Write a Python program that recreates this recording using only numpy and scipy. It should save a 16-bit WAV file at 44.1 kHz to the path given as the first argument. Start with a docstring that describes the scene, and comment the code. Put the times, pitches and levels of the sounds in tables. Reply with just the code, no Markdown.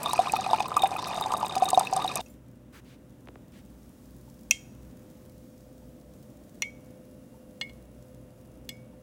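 """In a kitchen, a thin stream of coffee sputters into a mug under a brewer: bubbles plop and ring the air in
the mug and its alcove, spits crackle, and a trickle, a spout hiss and a pump run along as shaped noise.
The scene then cuts to the quiet kitchen: a fridge hums, foam fizzes in tiny noise pops, a hand brushes and
ticks, a tap drips gliding tones, and a spoon clinks on the mug, setting off its fading wall modes."""
import sys
import numpy as np
from scipy import signal
from scipy.fft import rfft, irfft
from scipy.io import wavfile
from scipy.ndimage import uniform_filter1d

SR = 44100
rng = np.random.default_rng(int(sys.argv[2]) if len(sys.argv) > 2 else 0)


def transcribe(signal):
    """Save signal, clipped to [-1, 1], as a 16-bit WAV file at the path in sys.argv[1]."""
    frames = np.atleast_2d(signal).T
    limited = np.clip(frames, -1, 1)
    pcm = np.round(limited * 32767).astype(np.int16)
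    wavfile.write(sys.argv[1], SR, pcm)


N = 397782
TIME_S = np.arange(N) / SR
POUR_END_S = 2.216
CROSS_T60_S = 0.028  # time for a cross mode of the mug's air to fade by 60 dB

# quiet kitchen: (time [s], fan band level [dB], foam fizz level [dB])
KITCHEN_LEVELS = [(2.22, -65, -61.5), (2.399, -69, -75), (3.1, -69, -73), (4.1, -68.5, -67.5),
                  (6.299, -62.5, -68.5), (8.1, -63, -71), (9.02, -62.5, -72.5)]


def amp(db):
    """Turn dB into a gain."""
    return 10 ** (np.asarray(db, float) / 20)


def coloured(table, db):
    """Noise whose spectrum follows (frequency [Hz], level [dB per Hz]) points, at an rms level in dB."""
    hz, shape = np.transpose(table)
    bin_hz = np.arange(N // 2 + 1) * SR / N
    gain = amp(np.interp(np.log(bin_hz + 1), np.log(hz), shape, -120, -120))
    x = irfft(rfft(rng.standard_normal(N)) * gain, N)
    return x * amp(db) / x.std()


def band(x, hz, width):
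    """Two-pole resonance with gain 1 at its centre."""
    b, a = signal.iirpeak(min(hz, .45 * SR), max(hz / width, .3), SR)
    return signal.lfilter(b, a, x)


def double_band(x, hz, width):
    """The same resonance twice, for steeper sides."""
    return band(band(x, hz, width), hz, width)


def walk(rate):
    """Random wander: levels held for 1 / rate seconds, then smoothed twice; spread near 1."""
    hold = int(SR / rate)
    steps = np.repeat(rng.standard_normal(N // hold + 1), hold)
    return 1.1 * uniform_filter1d(uniform_filter1d(steps, hold), hold)[:N]


def ring(hz, db, t60, rise_s=0.00045, sign=1.):
    """Sum of fading tones that start together; sign -1 sets neighbours in opposite phase."""
    t = np.arange(int(1.223 * np.max(t60) * SR))[:, None] / SR
    tones = amp(db - 60 * t / t60) * np.sin(2 * np.pi * hz * t) * sign ** np.arange(len(hz))
    return tones.sum(axis=1) * (1 - np.exp(-t[:, 0] / rise_s))


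def burst(hz, width, t60):
    """A short fading puff of noise, peak 1."""
    fade = amp(-60 * np.arange(1024) / SR / t60)
    x = double_band(rng.standard_normal(1024) * fade, hz, width)
    return x / np.abs(x).max()


def add(out, s, x):
    """Mix x in at time s."""
    i = int(s * SR)
    out[i:i + len(x)] += x[:len(out) - i]


def room(x, t60, db):
    """The kitchen answers with a short diffuse tail of fading noise."""
    t = np.arange(int(t60 * SR)) / SR
    tail = rng.standard_normal(len(t)) * amp(-60 * t / t60) * (t > .003)
    return x + amp(db) * signal.fftconvolve(x, tail / np.linalg.norm(tail))[:N]


def rumble():
    """Low background noise that wanders slowly in level."""
    # spectrum: (frequency [Hz], level [dB per Hz])
    rumble_spectrum = [(25, -28), (49, -6), (152, -3.5), (243, 1), (387, -11), (510, -21.5), (780, -22),
                       (4000, -38.5)]
    return coloured(rumble_spectrum, -52) * amp(1.4 * walk(3))


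def fan():
    """A band of fan noise, with motor tones of steady pitch that waver in level."""
    s, level_db, _ = np.transpose(KITCHEN_LEVELS)
    fan_db = np.interp(TIME_S, s, level_db)
    out = coloured([(380, -27.5), (460, 1.5), (640, 0), (800, -15.0)], 0) * amp(fan_db)
    # motor tones: (frequency [Hz], level against the fan band [dB])
    motor_tones = [(510, 5.5), (594, 0)]
    for hz, db in motor_tones:
        out += amp(fan_db + db + 2.2 * walk(5.1)) * np.sin(2 * np.pi * hz * TIME_S)
    return out


def fridge_hum():
    """Narrow low bands of noise that hum."""
    # hum bands: (centre [Hz], distance to the -20 dB points [Hz], level [dB])
    hum_bands = [(61.2, 6.9, -59), (125.1, 11, -59)]
    return sum(coloured([(hz - width, -20), (hz, 0), (hz + width, -20)], db) for hz, width, db in hum_bands)


def whine():
    """A thin high tone comes and goes; a whir of wavering pitch swells half as much in dB."""
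    # whine: (time [s], level [dB])
    whine_levels = [(2.2, -87.5), (3.0, -84.5), (3.4, -92.5), (6.4, -100), (6.8, -76), (9.02, -77.5)]
    whine_db = np.interp(TIME_S, *np.transpose(whine_levels))
    tone = amp(whine_db) * np.sin(2 * np.pi * 10012 * TIME_S)
    whir_hz = 2784 + 14 * walk(49)
    whir = amp(whine_db / 2 - 42) * np.sin(2 * np.pi * np.cumsum(whir_hz) / SR)
    return tone + whir


def foam():
    """Tiny bubbles pop at random: each lifts a steady hiss for a moment."""
    pops_per_s, pop_fade_s = 45, 0.0016
    # spectrum: (frequency [Hz], level [dB per Hz])
    fizz_spectrum = [(1760, -36.5), (3000, -8.5), (5610, -3.5), (15000, -5.5), (15800, -1)]
    s, _, level_db = np.transpose(KITCHEN_LEVELS)
    pop_size = amp(19.0 * np.minimum(rng.exponential(size=N), 1.5))
    pops = (rng.random(N) < pops_per_s / SR) * pop_size
    pops = signal.lfilter([1], [1, -np.exp(-1 / (pop_fade_s * SR))], pops)
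    fizz_db = np.interp(TIME_S, s, level_db) + 0.77 * walk(16)
    return coloured(fizz_spectrum, 0) * (1 + 0.11 * pops) * amp(fizz_db)


def kitchen():
    """All the background of the quiet kitchen, faded in very quickly as the pour ends."""
    out = rumble() + fan() + fridge_hum() + whine() + foam()
    return out * np.clip((TIME_S - POUR_END_S) / 0.0023 + 1, 0, 1)


def drips():
    """A tap drips: each drip is a short bubble tone that starts at 880 Hz and glides up."""
    # drips: (time [s], level [dB])
    drip_times = [(4.279, -54.5), (5.819, -58), (7.343, -53), (8.931, -55.5)]
    out, t = np.zeros(N), np.arange(4096) / SR
    for s, db in drip_times:
        add(out, s, amp(db - 60 * t / 0.075) * np.sin(2 * np.pi * 880 * t * (1 + 0.99 * t)))
    return out


def ticks():
    """Knocks travel through the worktop, highs first and lows late, so each tick falls quickly in pitch."""
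    glide_s, t60_s = 0.00073, 0.16
    # ticks: (time [s], level [dB], starting pitch [Hz])
    tick_times = [(3.273, -44.5, 3540), (3.286, -42.5, 4440), (3.357, -42.5, 2940)]
    out, t = np.zeros(N), np.arange(2048) / SR
    for s, db, hz in tick_times:
        cycles = hz * glide_s * np.log1p(t / glide_s)
        add(out, s, amp(db - 60 * t / t60_s) * np.sin(2 * np.pi * cycles))
    return out


def spoon_lift():
    """The spoon is picked up and rings faintly with a few high tones."""
    # ringing tones: frequency [Hz]
    lift_hz = [7300, 10000, 12040, 13760]
    out = np.zeros(N)
    add(out, 2.299, ring(np.array(lift_hz), -61, 0.12, rise_s=0.00005))
    return out


def brushes():
    """Something brushes along a surface: soft swells of noise, partly filtered round one pitch."""
    # brushes: (time [s], length [s], level before filtering [dB], centre [Hz])
    brush_times = [(2.725, 0.081, -53.5, 1400), (2.846, 0.12, -63.5, 2400), (3.519, 0.099, -63, 2140)]
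    out = np.zeros(N)
    for s, length, db, hz in brush_times:
        noise = rng.standard_normal(int(length * SR))
        swell = np.hanning(len(noise)) ** 0.23
        add(out, s, amp(db) * swell * (3 * band(noise, hz, 0.8 * hz) + 0.42 * noise))
    return out


def handling():
    """A hand at work: ticks, the spoon being picked up, and brushing."""
    return ticks() + spoon_lift() + brushes()


def mug_wall(height, db, length):
    """A blow rings each wall mode less the further it lands from where that mode swings most."""
    # mug and spoon modes: (frequency [Hz], 60 dB fade time before the length factor [s], level [dB],
    # height where the mode swings most [0 bottom, 1 rim])
    mug_modes = [(1847, 0.068, -23.5, .6), (2133, 0.1, -16.5, 0.41), (2490, 0.044, -15, .1),
                 (2660, 0.059, -14.5, 0), (2885, 0.059, -14.5, .6), (3210, 0.26, -31, 0),
                 (3357, .05, -15.5, 0.77), (3460, 0.055, -20.5, 1.04), (3540, .09, -26, 0.536),
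                 (4216, 0.048, -18, .6), (4800, .06, -26.5, 0.77), (5140, 0.26, -35, 1.1),
                 (5813, 0.025, -8.5, 0.14), (6440, .05, -35.5, 0.66), (6690, 0.02, -10, 0.075),
                 (7750, 0.085, -30.5, 0.86), (10600, .03, -39.5, 1)]
    hz, t60, mode_db, swing = np.transpose(mug_modes)
    fall_db = 38.5  # loss when struck a whole mug's height away
    modes = ring(hz, mode_db + db - fall_db * np.abs(height - swing), t60 * length, rise_s=0.00052, sign=-1.)
    # the first milliseconds are louder: spoon and coffee soak up most of the blow at once
    return modes * (1 + np.exp(-np.arange(len(modes)) / SR / 0.0081))


def lowest_ring(out, s, bell_db, angle, length, touch_s):
    """The lowest ring is a close pair, shared by angle; the spoon's second touch chokes it a little."""
    touch_db, touch_fall_s = -13, 0.0019
    linger = 0.55  # share of the unscaled decay rate that is given back after the touch
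    # close pair: (frequency [Hz], 60 dB fade time before the length factor [s])
    bell_pair = [(2172, 0.21), (2249, 0.4)]
    for (hz, t60), share in zip(bell_pair, (np.cos(angle), np.sin(angle))):
        bell = ring(np.array([hz]), bell_db, t60 * length)
        since = np.maximum(np.arange(len(bell)) / SR - touch_s, 0)
        choke_db = touch_db * np.minimum(since / touch_fall_s, 1)
        add(out, s, share * bell * amp(choke_db + linger * 60 * since / t60))


def wash(out, s, crack_db, height):
    """A bright rattle of noise follows the crack, weaker towards the rim."""
    # rattle bands: centre [Hz]
    wash_hz = [2590, 6485]
    t = np.arange(8192) / SR
    for hz in wash_hz:
        fade = amp(crack_db - 16 - 8.5 * height - 60 * t / 0.21)
        add(out, s, fade * double_band(rng.standard_normal(len(t)), hz, hz / 2))


def spoon():
    """Each clink rings the mug, with a contact crack, a bright wash and a dull knock."""
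    # clinks: (time [s], height struck [0 bottom, 1 rim], wall mode level [dB], contact crack level [dB],
    # lowest ring level [dB], angle round the wall [rad], ring length factor,
    # time until the spoon touches again [s])
    clink_times = [(2.261, 0, -43.5, -58, -70, 0.42, 1.5, .3),
                   (4.5095, 0.05, -1, -12.5, -33.5, 0.22, 0.79, .3),
                   (6.621, 0.32, -7.5, -24, -30.5, 0.75, 0.89, .077),
                   (7.612, 0.69, -12.5, -36, -31, 0.21, 0.97, .085),
                   (7.695, 0.7, -35, -52, -50, 0.25, .6, .3),
                   (8.6909, 0.91, -17, -26, -45.5, 0.56, 1.13, .4)]
    out = np.zeros(N)
    for s, height, db, crack_db, bell_db, angle, length, touch_s in clink_times:
        add(out, s, mug_wall(height, db, length))
        lowest_ring(out, s, bell_db, angle, length, touch_s)
        add(out, s, amp(crack_db) * burst(6500, 14000, 0.02))
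        wash(out, s, crack_db, height)
        add(out, s, amp(bell_db - 7) * burst(800, 650, 0.035))  # dull knock
    return out


def trickle():
    """The steady stream, as noise that flutters in level."""
    # spectrum: (frequency [Hz], level [dB per Hz])
    stream_spectrum = [(400, -20), (780, 1.5), (1250, -13), (1500, -14), (6000, -31), (8400, -23.5),
                       (15700, -43)]
    return coloured(stream_spectrum, -44) * amp(3.1 * walk(25))


def pump():
    """The pump, as steady low noise."""
    # spectrum: (frequency [Hz], level [dB per Hz])
    pump_spectrum = [(60, -10), (140, -3), (300, -6), (600, -8)]
    return coloured(pump_spectrum, -44)


def spout():
    """The brewer's spout hisses through a few resonances, with random spatters that lift the hiss."""
    # resonances: (centre [Hz], width of each of two passes [Hz], gain [dB])
    spout_bands = [(1722, 400, -1), (2580, 500, -1), (4140, 690, 0.5), (4850, 330, 0), (5600, 910, -4)]
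    # hiss: (time [s], level before a 5 dB cut, flutter and spatter [dB])
    spout_levels = [(0, -49), (.3, -45.5), (0.602, -46.5), (.8, -70.5), (1.03, -45), (1.3, -66.5),
                    (2.2, -45)]
    hiss = sum(amp(db) * double_band(rng.standard_normal(N), hz, width) for hz, width, db in spout_bands)
    spatters_per_s = 250
    hits = (rng.random(N) < spatters_per_s / SR) * rng.exponential(size=N)
    spatter = 1 + 1.2 * signal.lfilter([1], [1, -.985], hits)
    level_db = np.interp(TIME_S, *np.transpose(spout_levels)) - 5 + 2.4 * walk(30)
    return spatter * hiss / hiss.std() * amp(level_db)


def plop(db, pitch_hz, t60):
    """A trapped bubble pulses for a few cycles, gliding up, and drives the low air modes."""
    # low modes of the air over the coffee: (frequency [Hz], level [dB], 60 dB fade time [s])
    low_modes = [(771, 0.5, 0.059), (877, 1.5, 0.043), (1018, 7.5, 0.03), (1176, 6.5, 0.026)]
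    hz, mode_db, mode_t60 = np.transpose(low_modes)
    t, chance = np.arange(2048) / SR, rng.standard_normal((2, len(hz)))
    bubble = amp(-60 * t / max(t60, .004)) * np.sin(2 * np.pi * pitch_hz * t * (1 + 0.3 * t))
    modes = ring(hz * (1 + .009 * chance[0]), mode_db + 2.8 * chance[1], mode_t60)
    x = signal.fftconvolve(bubble, modes)
    x /= np.abs(x).max()
    add(x, 0, 0.33 * bubble)
    return amp(db) * x / np.abs(x).max()


def spit(db, centre_hz):
    """A droplet cracks and sets off the high air modes round its own pitch."""
    # high modes of the air over the coffee: (frequency [Hz], level [dB], 60 dB fade time [s])
    top_modes = [(2833, -4.5, 0.011), (4890, -7, 0.027), (6400, -5, 0.02), (8350, 2.5, 0.011),
                 (11010, -2, 0.011)]
    hz, mode_db, t60 = np.transpose(top_modes)
    chance = rng.standard_normal((2, len(hz)))
    x = 1.2 * burst(centre_hz, 0.93 * centre_hz, 0.017)
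    # modes far from the droplet's pitch are weaker
    level_db = mode_db - 22 * np.abs(np.log(hz / centre_hz)) + 2.3 * chance[1]
    modes = ring(hz * (1 + 0.018 * chance[0]), level_db, t60, rise_s=0.0001)
    add(x, 0, modes / np.abs(modes).max())
    return amp(db) * x


def loud_plops(out):
    """The clear bubbles of the stream, each with a faint spit."""
    bubble_cycles = 21  # a bubble fades by 60 dB in this many cycles
    # plops: (time [s], peak level [dB], bubble pitch [Hz])
    plop_times = [(0.059, -16.5, 1110), (0.133, -15, 940), (0.191, -9, 706), (0.271, -19.5, 1140),
                  (0.336, -11.5, 815), (0.464, -18, 770), (0.491, -21, 830), (0.51, -20, 686),
                  (0.532, -7.5, 883), (0.604, -13.5, 823), (0.717, -20.5, 1260), (0.767, -11.5, 1190),
                  (0.835, -10.5, 788), (0.915, -20.5, 797), (0.952, -23, 790), (0.99, -19, 940),
                  (1.113, -22.5, 905), (1.156, -26, 700), (1.178, -21, 686), (1.211, -16.5, 907),
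                  (1.259, -18, 870), (1.322, -17, 920), (1.338, -15, 1190), (1.41, -22.5, 1150),
                  (1.429, -14.5, 876), (1.565, -18, 760), (1.622, -10, 732), (1.731, -10, 746),
                  (1.775, -5, 727), (1.81, -15, 830), (1.927, -14.5, 764), (1.965, -18.5, 758),
                  (1.992, -19.5, 930), (2.046, -18, 760)]
    for s, db, hz in plop_times:
        add(out, s, plop(db, hz, bubble_cycles / hz))
        add(out, s, spit(db - 21, 4000))


def taps(out):
    """Drops that ring a cross mode of the air, each with a faint spit."""
    # drops: (time [s], level [dB], pitch [Hz])
    tap_times = [(0.0592, -17.5, 3650), (0.11, -22.5, 3860), (0.2962, -22, 2520), (0.532, -23, 3660),
                 (0.6037, -22, 2520), (0.8213, -17.5, 3650), (1.2238, -22.5, 3740), (1.7462, -17, 3730),
                 (1.8707, -20.5, 2600), (2.0782, -19, 3800)]
    for s, db, hz in tap_times:
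        add(out, s, ring(np.array([hz]), db, CROSS_T60_S))
        add(out, s, spit(db - 19.5, 9020))


def loud_spits(out):
    """The clear crackles of spray."""
    # spits: (time [s], level [dB], centre [Hz])
    spit_times = [(0.0315, -24.5, 8800), (0.1324, -19.5, 8500), (0.3208, -21, 8000), (0.7666, -24.5, 8200),
                  (0.82, -26, 10900), (1.21, -28.5, 11800), (1.3194, -26, 5600), (1.554, -28, 4700),
                  (1.5807, -29.5, 5500), (1.688, -23, 6360), (1.704, -19.5, 8500), (1.7946, -19.5, 7700),
                  (1.935, -25, 5840), (1.9644, -23, 7800), (2.1563, -17.5, 8200)]
    for s, db, hz in spit_times:
        add(out, s, spit(db, hz))


def small_drops(out):
    """A crowd of 230 small drops at random times, each a plop, a cross mode ring and a spit."""
    # the two cross modes: frequency [Hz]
    cross_hz = [2476, 3685]
    for place, chance, pitch, cross, spray, stray, size in rng.random((230, 7)):
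        s = place * POUR_END_S
        db = -3.5 * np.log(0.048 + chance)  # a few are much louder than the rest
        add(out, s, plop(-33 + db, 650 * 2.1 ** pitch, 0.03 * size))
        ring_hz = cross_hz[int(cross > 0.3)] * (.985 + 0.035 * spray)
        add(out, s, ring(np.array([ring_hz]), -30 + db - 20 * stray, CROSS_T60_S * (.5 + size)))
        add(out, s + 0.03 * stray, spit(-40.5 + db, 1600 * 8 ** spray))


def pour():
    """Everything in the coffee stream together, cut off at the end of the pour."""
    out = trickle() + pump() + spout()
    loud_plops(out)
    taps(out)
    loud_spits(out)
    small_drops(out)
    return out * np.clip((POUR_END_S - TIME_S) / 0.0048, 0, 1)


def scene():
    """The pour, then the quiet kitchen with the spoon, drips and handling echoing in the room."""
    echoing = room(spoon() + drips() + handling(), t60=0.64, db=-28.5)
    return (pour() + echoing + kitchen())[None]


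def record(dry):
    """A steep low-pass filter removes the treble above 16.6 kHz."""
    return signal.sosfilt(signal.ellip(8, .2, 70, 16600, fs=SR, output="sos"), dry)


dry = scene()
out = record(dry)
transcribe(out)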